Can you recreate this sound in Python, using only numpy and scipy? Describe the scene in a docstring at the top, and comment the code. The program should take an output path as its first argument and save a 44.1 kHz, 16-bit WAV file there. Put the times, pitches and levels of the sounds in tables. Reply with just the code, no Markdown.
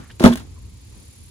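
"""Outdoors on a quiet summer day, a cloth bag with a hard hollow shell inside is handled close by. The cloth
rustles as creases snap and folds ring; a quick clatter drives the shell's modes, with noise cracks from cord
and toggle, and its loudest peaks clip. Short swells of narrow noise give lone brushes, and two bright ones near
3.3 kHz sharpen knocks on the shell. An insect buzzes in the treble: noise bursts in wing resonances. Shaped
noise gives leaf hiss, a drone of far road and leaves, and low rumble."""
import sys
import numpy as np
from scipy import signal
from scipy.fft import rfft, irfft, next_fast_len
from scipy.io import wavfile

SR = 44100
rng = np.random.default_rng(int(sys.argv[2]) if len(sys.argv) > 2 else 0)


def amplitude_ratio(level_db):
    """Convert a level in decibels to the matching linear amplitude (field) ratio."""
    exponent = np.asarray(level_db, float) / 20
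    return 10 ** exponent


def file_out(sig):
    """Save sig as 16-bit WAV at sys.argv[1]."""
    # one column per channel
    cols = np.atleast_2d(sig).T
    # limit, then scale
    lim = np.clip(cols, -1, 1)
    pcm = np.round(lim * 32767).astype(np.int16)
    wavfile.write(sys.argv[1], SR, pcm)


N = 57330

# Air spectrum. Each row: frequency in Hz, relative density in dB per Hz.
AIR_SPECTRUM = [(18, -50), (30, -22), (58, -1), (81, 1), (114, -5.5), (150, -15.5), (230, -18), (330, -23),
                (480, -29), (650, -37.5), (950, -33), (1500, -41), (2430, -36.5), (2750, -39.5),
                (4500, -36), (5550, -39.5), (7200, -34.5), (8500, -45.5), (10100, -42), (12300, -54),
                (13300, -56), (15200, -46.5), (16100, -84.5)]
# Left-right likeness of the air. Each row: frequency in Hz, likeness from 0 to 1.
AIR_ALIKE = [(30, 0.82), (60, 0.84), (130, 1), (290, 0.28), (640, .2), (1400, 0.046), (15000, 0.046)]
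# Low rumble level, uneven as random noise is. Each row: time in seconds, relative level in dB.
RUMBLE_LEVEL = [(0, -39.5), (.328, -35.5), (.76, -37), (.818, -46), (.89, -37), (.988, -37.5),
                (1.166, -52.5), (1.194, -37.5), (1.3, -36)]
# Air between rumble and hiss. Each row: time in seconds, gain in dB.
MIDDLE_GAIN = [(0, 16), (.06, -2), (.14, 1.5), (.19, -1.5), (.42, 10), (.5, 2), (.85, -3), (.97, 3.5),
               (1.1, -1.5), (1.3, -3)]
# Leaf hiss. Each row: time in seconds, gain in dB.
HISS_GAIN = [(0, 0.5), (.7, 0.5), (1.0, 3.5), (1.3, 2.5)]
AIR_DB, AIR_LEAD_S, RUMBLE_TOP_HZ, HISS_FROM_HZ = -40.5, 0.0004, 151, 1700

# Short swells of narrow noise: lone brushes, and at .2575 s and .323 s bright 3.3-3.4 kHz rings that sharpen
# the shell's knocks. Each row: start in seconds, crest level in dB, centre in Hz, width in Hz, length in
# seconds.
BRUSHES = [(0, -53, 1500, 1300, .09), (.095, -45, 1780, 500, .02), (.097, -53, 3100, 800, .027),
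           (.109, -55, 4600, 900, .016), (.2575, -17, 3400, 450, .0055), (.323, -31, 3300, 260, .008),
           (.560, -54, 1070, 110, .03)]

# Cloth rubbing and crumpling. Each row: time in seconds, relative level in dB.
RUSTLE = [(0.0, -53), (0.072, -65), (0.112, -52.5), (0.138, -71), (0.195, -80), (0.2, -37), (0.218, -37),
          (0.232, -36), (0.238, -30.5), (0.252, -19.5), (0.314, -41), (0.328, -33), (0.35, -60.5),
          (0.356, -46.5), (0.41, -48.5), (0.46, -80.5)]
# Cloth spectrum. Each row: frequency in Hz, relative density in dB per Hz.
CLOTH_SPECTRUM = [(400, -12.5), (800, -9), (1500, -5.5), (2400, -10.5), (3350, -9), (4900, -7),
                  (11800, -17.5), (13200, -33), (15300, -25), (16100, -52)]
# Left-right likeness of cloth and cracks. Each row: frequency in Hz, likeness from 0 to 1.
BAG_ALIKE = [(100, 0.92), (600, 1), (1500, 0.54), (4000, 0.38), (10000, 0.58)]
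RUSTLE_DB, CREASES_PER_S, CREASE_SPREAD_DB = 3, 2500, 3
FOLD_LOW_HZ, FOLD_HIGH_HZ, FOLD_T60_CYCLES, FOLD_DB = 500, 4680, 14, -10.5

# Insect beat, about 26 strokes per second, then about 39 from 0.845 s on.
# Each row: time in seconds, wing strokes made so far.
STROKES = [(-0.0038, 0), (0.5043, 13), (0.8076, 21), (0.8435, 22), (0.8699, 23), (1.3067, 40)]
# Insect loudness. Each row: time in seconds, level in dB.
INSECT_LEVEL = [(0, -60), (0.45, -62.5), (0.85, -61.5), (1.0, -57.5), (1.3, -56)]
# Wing resonances. Each row: centre in Hz, width in Hz, relative level in dB.
WING = [(9660, 1500, 3.5), (10820, 2100, -9)]
BURSTS_PER_STROKE, BURST_GAP_S, BURST_LOSS_DB, BURST_T60_S = 3, 0.0052, 2.0, 0.035
INSECT_LAG_S, INSECT_WIDE_DB = 0.00018, -19

# Knocks on the shell. Each row: start in seconds, relative strength in dB, contact time in ms.
KNOCKS = [(0.1978, -26.5, 0.24), (0.2049, -19.5, 1.1), (0.2072, -12, 1.5), (0.2132, -26.5, 0.68),
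          (.2190, -22, 1.04), (0.2284, -19, 0.7), (.2306, -10, 1.8), (0.2408, 5.5, 0.8), (.2440, 4, 1.4),
          (0.2515, 0.5, 0.15), (0.2607, 4, 0.6), (.2650, -2.5, 0.45), (0.276, -9.5, 0.22),
          (.2855, -11, 1.8), (0.2967, -13.5, 3.1), (.3100, -10.5, 2.44), (0.3261, -24.5, 0.09),
          (0.3565, -27, 0.093)]
# Shell modes. Each row: frequency in Hz, relative level in dB, t60 in seconds.
SHELL_MODES = [(110, -12.5, 0.033), (164, -7, 0.061), (203, -6.5, 0.069), (237, 0, 0.2), (361.4, -2, 0.064),
               (429, -12, 0.071), (515.4, -7, 0.031), (630.2, -5, 0.038), (799, -12, 0.02),
               (901, -7, 0.029), (1047.6, -7.5, 0.041), (1258, -4.5, 0.02), (1587, -6.5, 0.014),
               (2270, -12, 0.018), (3290, -7.5, 0.029)]
# Low modes, weak in the lead-in, cut short at the end. Each row: time in seconds, gain in dB.
LOW_MODES_GAIN = [(.2, -8), (.225, -7.5), (.24, 1), (.272, 0), (.29, -4), (.315, -0.5), (.34, 2),
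                  (.37, -5.5)]
# Dry cracks of cord and toggle on the shell. Each row: start in seconds, relative level in dB, t60 in seconds.
CRACKS = [(0.1975, -21.5, 0.016), (0.2265, -23.5, 0.042), (0.2389, -9.5, 0.023), (0.249, -13, 0.022),
          (0.2596, -13.5, 0.024), (0.2644, -16, 0.029), (0.2778, -21.5, .035), (0.3324, -22, 0.021),
          (0.336, -24.5, .035), (0.3566, -20, 0.022), (0.373, -26.5, 0.054), (0.397, -36, 0.046)]
# Crack spectrum. Each row: frequency in Hz, relative density in dB per Hz.
CRACK_SPECTRUM = [(880, -30), (1500, 2.5), (2430, -10), (3400, -2), (5000, -11.5), (6500, -10.5),
                  (10300, -11), (13200, -23.5), (15400, -13.5), (16100, -40.5)]
BODY_DB, STRIKE_SPREAD_DB, SIDE_SPREAD_DB = -4.5, 5.5, 2
BODY_CUT_HZ, LOW_MODES_BELOW_HZ = 162.5, 300
CRACK_DB, CRACK_GRAIN_DB = -5.5, 3.5

# Echoes off the vehicles and ground. Each row: delay in seconds, level in dB.
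ECHOES = [(.011, -14.5), (.023, -17.5), (.047, -23.5)]
# Two ports hearing the bag. Each row: frequency in Hz, left port's lead in radians.
PORT_LEAD = [(0, 0), (1380, 1.6), (2330, 3.7), (4650, 10.4), (6460, 5.4), (9300, 2.3), (11500, -.6),
             (13800, -3.6), (16400, -6.5)]
CLIP_PEAK = 1.0

LEFT_RIGHT = np.array([[1], [-1]])


def rms_one(x):
    """Scale to rms 1."""
    return x / np.sqrt(np.mean(x ** 2) + 1e-20)


def in_time(rows):
    """Read a (seconds, value) table at every sample."""
    return np.interp(np.arange(N) / SR, *np.transpose(rows))


def at_hz(rows, hz):
    """Read a (Hz, value) table on a log axis."""
    table_hz, values = np.transpose(rows)
    return np.interp(np.log(hz + 1), np.log(table_hz), values)


def colour(x, gain):
    """Filter by a gain given as a function of Hz."""
    size = next_fast_len(N + 2048)
    hz = np.fft.rfftfreq(size, 1 / SR)
    return irfft(rfft(x, size) * gain(hz), size)[..., :N]


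def clicks(times_s, heights):
    """Impulses at given times."""
    out = np.zeros(N) + 1e-18
    keep = (times_s >= 0) & (times_s * SR < N - 1)
    np.add.at(out, (times_s[keep] * SR).astype(int), heights[keep])
    return out


def ring(x, hz, t60_s):
    """Two-pole resonator: a unit click sets off a decaying sine of starting height 1."""
    r = amplitude_ratio(-60 / (t60_s * SR))
    w = 2 * np.pi * hz / SR
    return signal.lfilter([0, np.sin(w)], [1, -2 * r * np.cos(w), r * r], x)


def dying(x, t60_s):
    """Turn each click into an exponentially decaying envelope."""
    return signal.lfilter([1], [1, -amplitude_ratio(-60 / (t60_s * SR))], x)


def pair(alike, spectrum, mid, side):
    """Coloured left and right at rms 1, from a shared part and an opposed part."""
    def likeness(hz):
        return np.clip(at_hz(alike, hz), 0, 1)

    def density(hz):
        return amplitude_ratio(at_hz(spectrum, hz))

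    shared = colour(mid, lambda hz: density(hz) * np.sqrt(1 + likeness(hz)))
    opposed = colour(side, lambda hz: density(hz) * np.sqrt(1 - likeness(hz)))
    return rms_one(shared + opposed * LEFT_RIGHT)


def lagged(x, lag_s):
    """Delay left against right by lag_s, half on each channel."""
    return colour(x, lambda hz: np.exp(-1j * np.pi * hz * lag_s * LEFT_RIGHT))


def air():
    """Shaped noise split in three bands: leaf hiss, drone of far road and leaves, rumble; each varies in level."""
    noise = lagged(pair(AIR_ALIKE, AIR_SPECTRUM, *rng.standard_normal((2, N))), -AIR_LEAD_S)
    rumble = colour(noise, lambda hz: 1 / (1 + (hz / RUMBLE_TOP_HZ) ** 4))
    middle = colour(noise - rumble, lambda hz: 1 / (1 + (hz / HISS_FROM_HZ) ** 4))
    hiss = noise - rumble - middle
    rumble_db = in_time(RUMBLE_LEVEL)
    rumble = rumble * amplitude_ratio(rumble_db - np.median(rumble_db))
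    return amplitude_ratio(AIR_DB) * (hiss * amplitude_ratio(in_time(HISS_GAIN)) + middle * amplitude_ratio(in_time(MIDDLE_GAIN)) + rumble)


def brushes():
    """Half-sine swells of narrow noise, straight ahead."""
    t, white = np.arange(N) / SR, rng.standard_normal(N)
    out = np.zeros(N)
    for start_s, level_db, centre_hz, width_hz, length_s in BRUSHES:
        narrow = rms_one(colour(white, lambda hz: 1 / (1 + (2 * (hz - centre_hz) / width_hz) ** 2)))
        envelope = np.sin(np.pi * np.clip((t - start_s) / length_s, 0, 1))
        out += amplitude_ratio(level_db) * envelope * narrow
    return out


def cloth():
    """Random crease snaps follow the rubbing; each rings briefly in a fold of random pitch."""
    sizes = amplitude_ratio(CREASE_SPREAD_DB * np.minimum(rng.exponential(1, (2, N)), 5))
    signs = rng.choice([-1, 1], (2, N))
    snaps = sizes * signs * (rng.random((2, N)) < CREASES_PER_S / SR)
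    folds_hz = np.geomspace(FOLD_LOW_HZ, FOLD_HIGH_HZ, 16)
    fold_of = rng.integers(0, len(folds_hz), N)
    ringing = np.zeros((2, N))
    for k, hz in enumerate(folds_hz):
        own_snaps = snaps * (fold_of == k) + 1e-18
        ringing += ring(own_snaps, hz, FOLD_T60_CYCLES / hz) * np.sqrt(hz / FOLD_HIGH_HZ)
    creases = snaps + amplitude_ratio(FOLD_DB) * ringing
    return amplitude_ratio(in_time(RUSTLE) + RUSTLE_DB) * pair(BAG_ALIKE, CLOTH_SPECTRUM, *creases)


def insect():
    """Each wing stroke gives three fading noise bursts, filtered by the wing resonances."""
    times_s, count = np.transpose(STROKES)
    starts_s = np.interp(np.arange(count[-1]), count, times_s)
    nth = np.arange(BURSTS_PER_STROKE)
    jitter_db = rng.normal(0, 1.484, (len(starts_s), len(nth)))
    heights = amplitude_ratio(-BURST_LOSS_DB * nth + jitter_db)
    bursts_s = starts_s[:, None] + BURST_GAP_S * nth
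    gate = dying(clicks(bursts_s.ravel(), heights.ravel()), BURST_T60_S)
    mid, side = rng.standard_normal((2, N)) * gate

    def wing(hz):
        return sum(amplitude_ratio(db) / (1 + (2 * (hz - centre_hz) / width_hz) ** 2) for centre_hz, width_hz, db in WING)

    song = colour(mid + amplitude_ratio(INSECT_WIDE_DB) * side * LEFT_RIGHT, wing)
    return amplitude_ratio(in_time(INSECT_LEVEL)) * lagged(rms_one(song), INSECT_LAG_S)


def shell_cracks():
    """Dry cracks: grainy noise bursts with sudden onset and exponential decay."""
    t, gate = np.arange(N) / SR, np.zeros(N)
    for start_s, level_db, t60_s in CRACKS:
        decay_db = 60 * np.clip(t - start_s, 0, 1) / t60_s
        gate += amplitude_ratio(level_db + CRACK_DB - decay_db) * (t >= start_s)
    noise = rng.standard_normal((2, N))
    grain = amplitude_ratio(CRACK_GRAIN_DB * rng.standard_normal(N))
    return pair(BAG_ALIKE, CRACK_SPECTRUM, *noise * grain) * gate


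def shell_knocks():
    """Every knock pushes all modes for its contact time, so longer contact excites less treble."""
    spread = rng.normal(0, 1, (len(KNOCKS), len(SHELL_MODES), 2))
    t, body = np.arange(N) / SR, np.zeros((2, N))
    pushes = []
    for start_s, strength_db, contact_ms in KNOCKS:
        push = np.sin(np.pi * np.clip((t - start_s) / (contact_ms / 1000), 0, 1)) ** 2
        pushes.append(push * amplitude_ratio(strength_db) / (contact_ms / 2000 * SR))  # area set by strength alone
    pushes = np.array(pushes)
    for k, (hz, level_db, t60_s) in enumerate(SHELL_MODES):
        strike_db = STRIKE_SPREAD_DB * spread[:, k, 0] + SIDE_SPREAD_DB * spread[:, k, 1] * LEFT_RIGHT
        drive = amplitude_ratio(level_db + BODY_DB + strike_db) @ pushes + 1e-18
        body += ring(drive, hz, t60_s) * amplitude_ratio(in_time(LOW_MODES_GAIN) * (hz < LOW_MODES_BELOW_HZ))
    return signal.sosfilt(signal.butter(2, BODY_CUT_HZ, "high", fs=SR, output="sos"), -body)


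def echoes(bag):
    """Delayed weaker copies off the vehicles and ground, left and right swapped."""
    delays_s, levels_db = np.transpose(ECHOES)
    taps = clicks(delays_s, amplitude_ratio(levels_db))[:SR // 5]
    return signal.fftconvolve(bag[::-1], taps[None], axes=1)[:, :N]


def through_ports(bag):
    """Phase lead of the left port over the right, half on each channel."""
    return colour(bag, lambda hz: np.exp(0.5j * np.interp(hz, *np.transpose(PORT_LEAD)) * LEFT_RIGHT))


def scene():
    """Bag and its echoes through two ports, over brushes, insect and air."""
    bag = shell_knocks() + shell_cracks() + cloth()
    bag = bag + echoes(bag)
    return through_ports(bag) + brushes() + insect() + air()


def top_cut(x):
    """Nothing passes above the cut-off."""
    return signal.sosfilt(signal.butter(12, 16790, fs=SR, output="sos"), x)


def record(dry):
    """Overloaded microphones: loud peaks are clipped flat."""
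    clipped = np.clip(dry, -CLIP_PEAK, CLIP_PEAK)
    return top_cut(clipped)


dry = scene()
out = record(dry)
file_out(out)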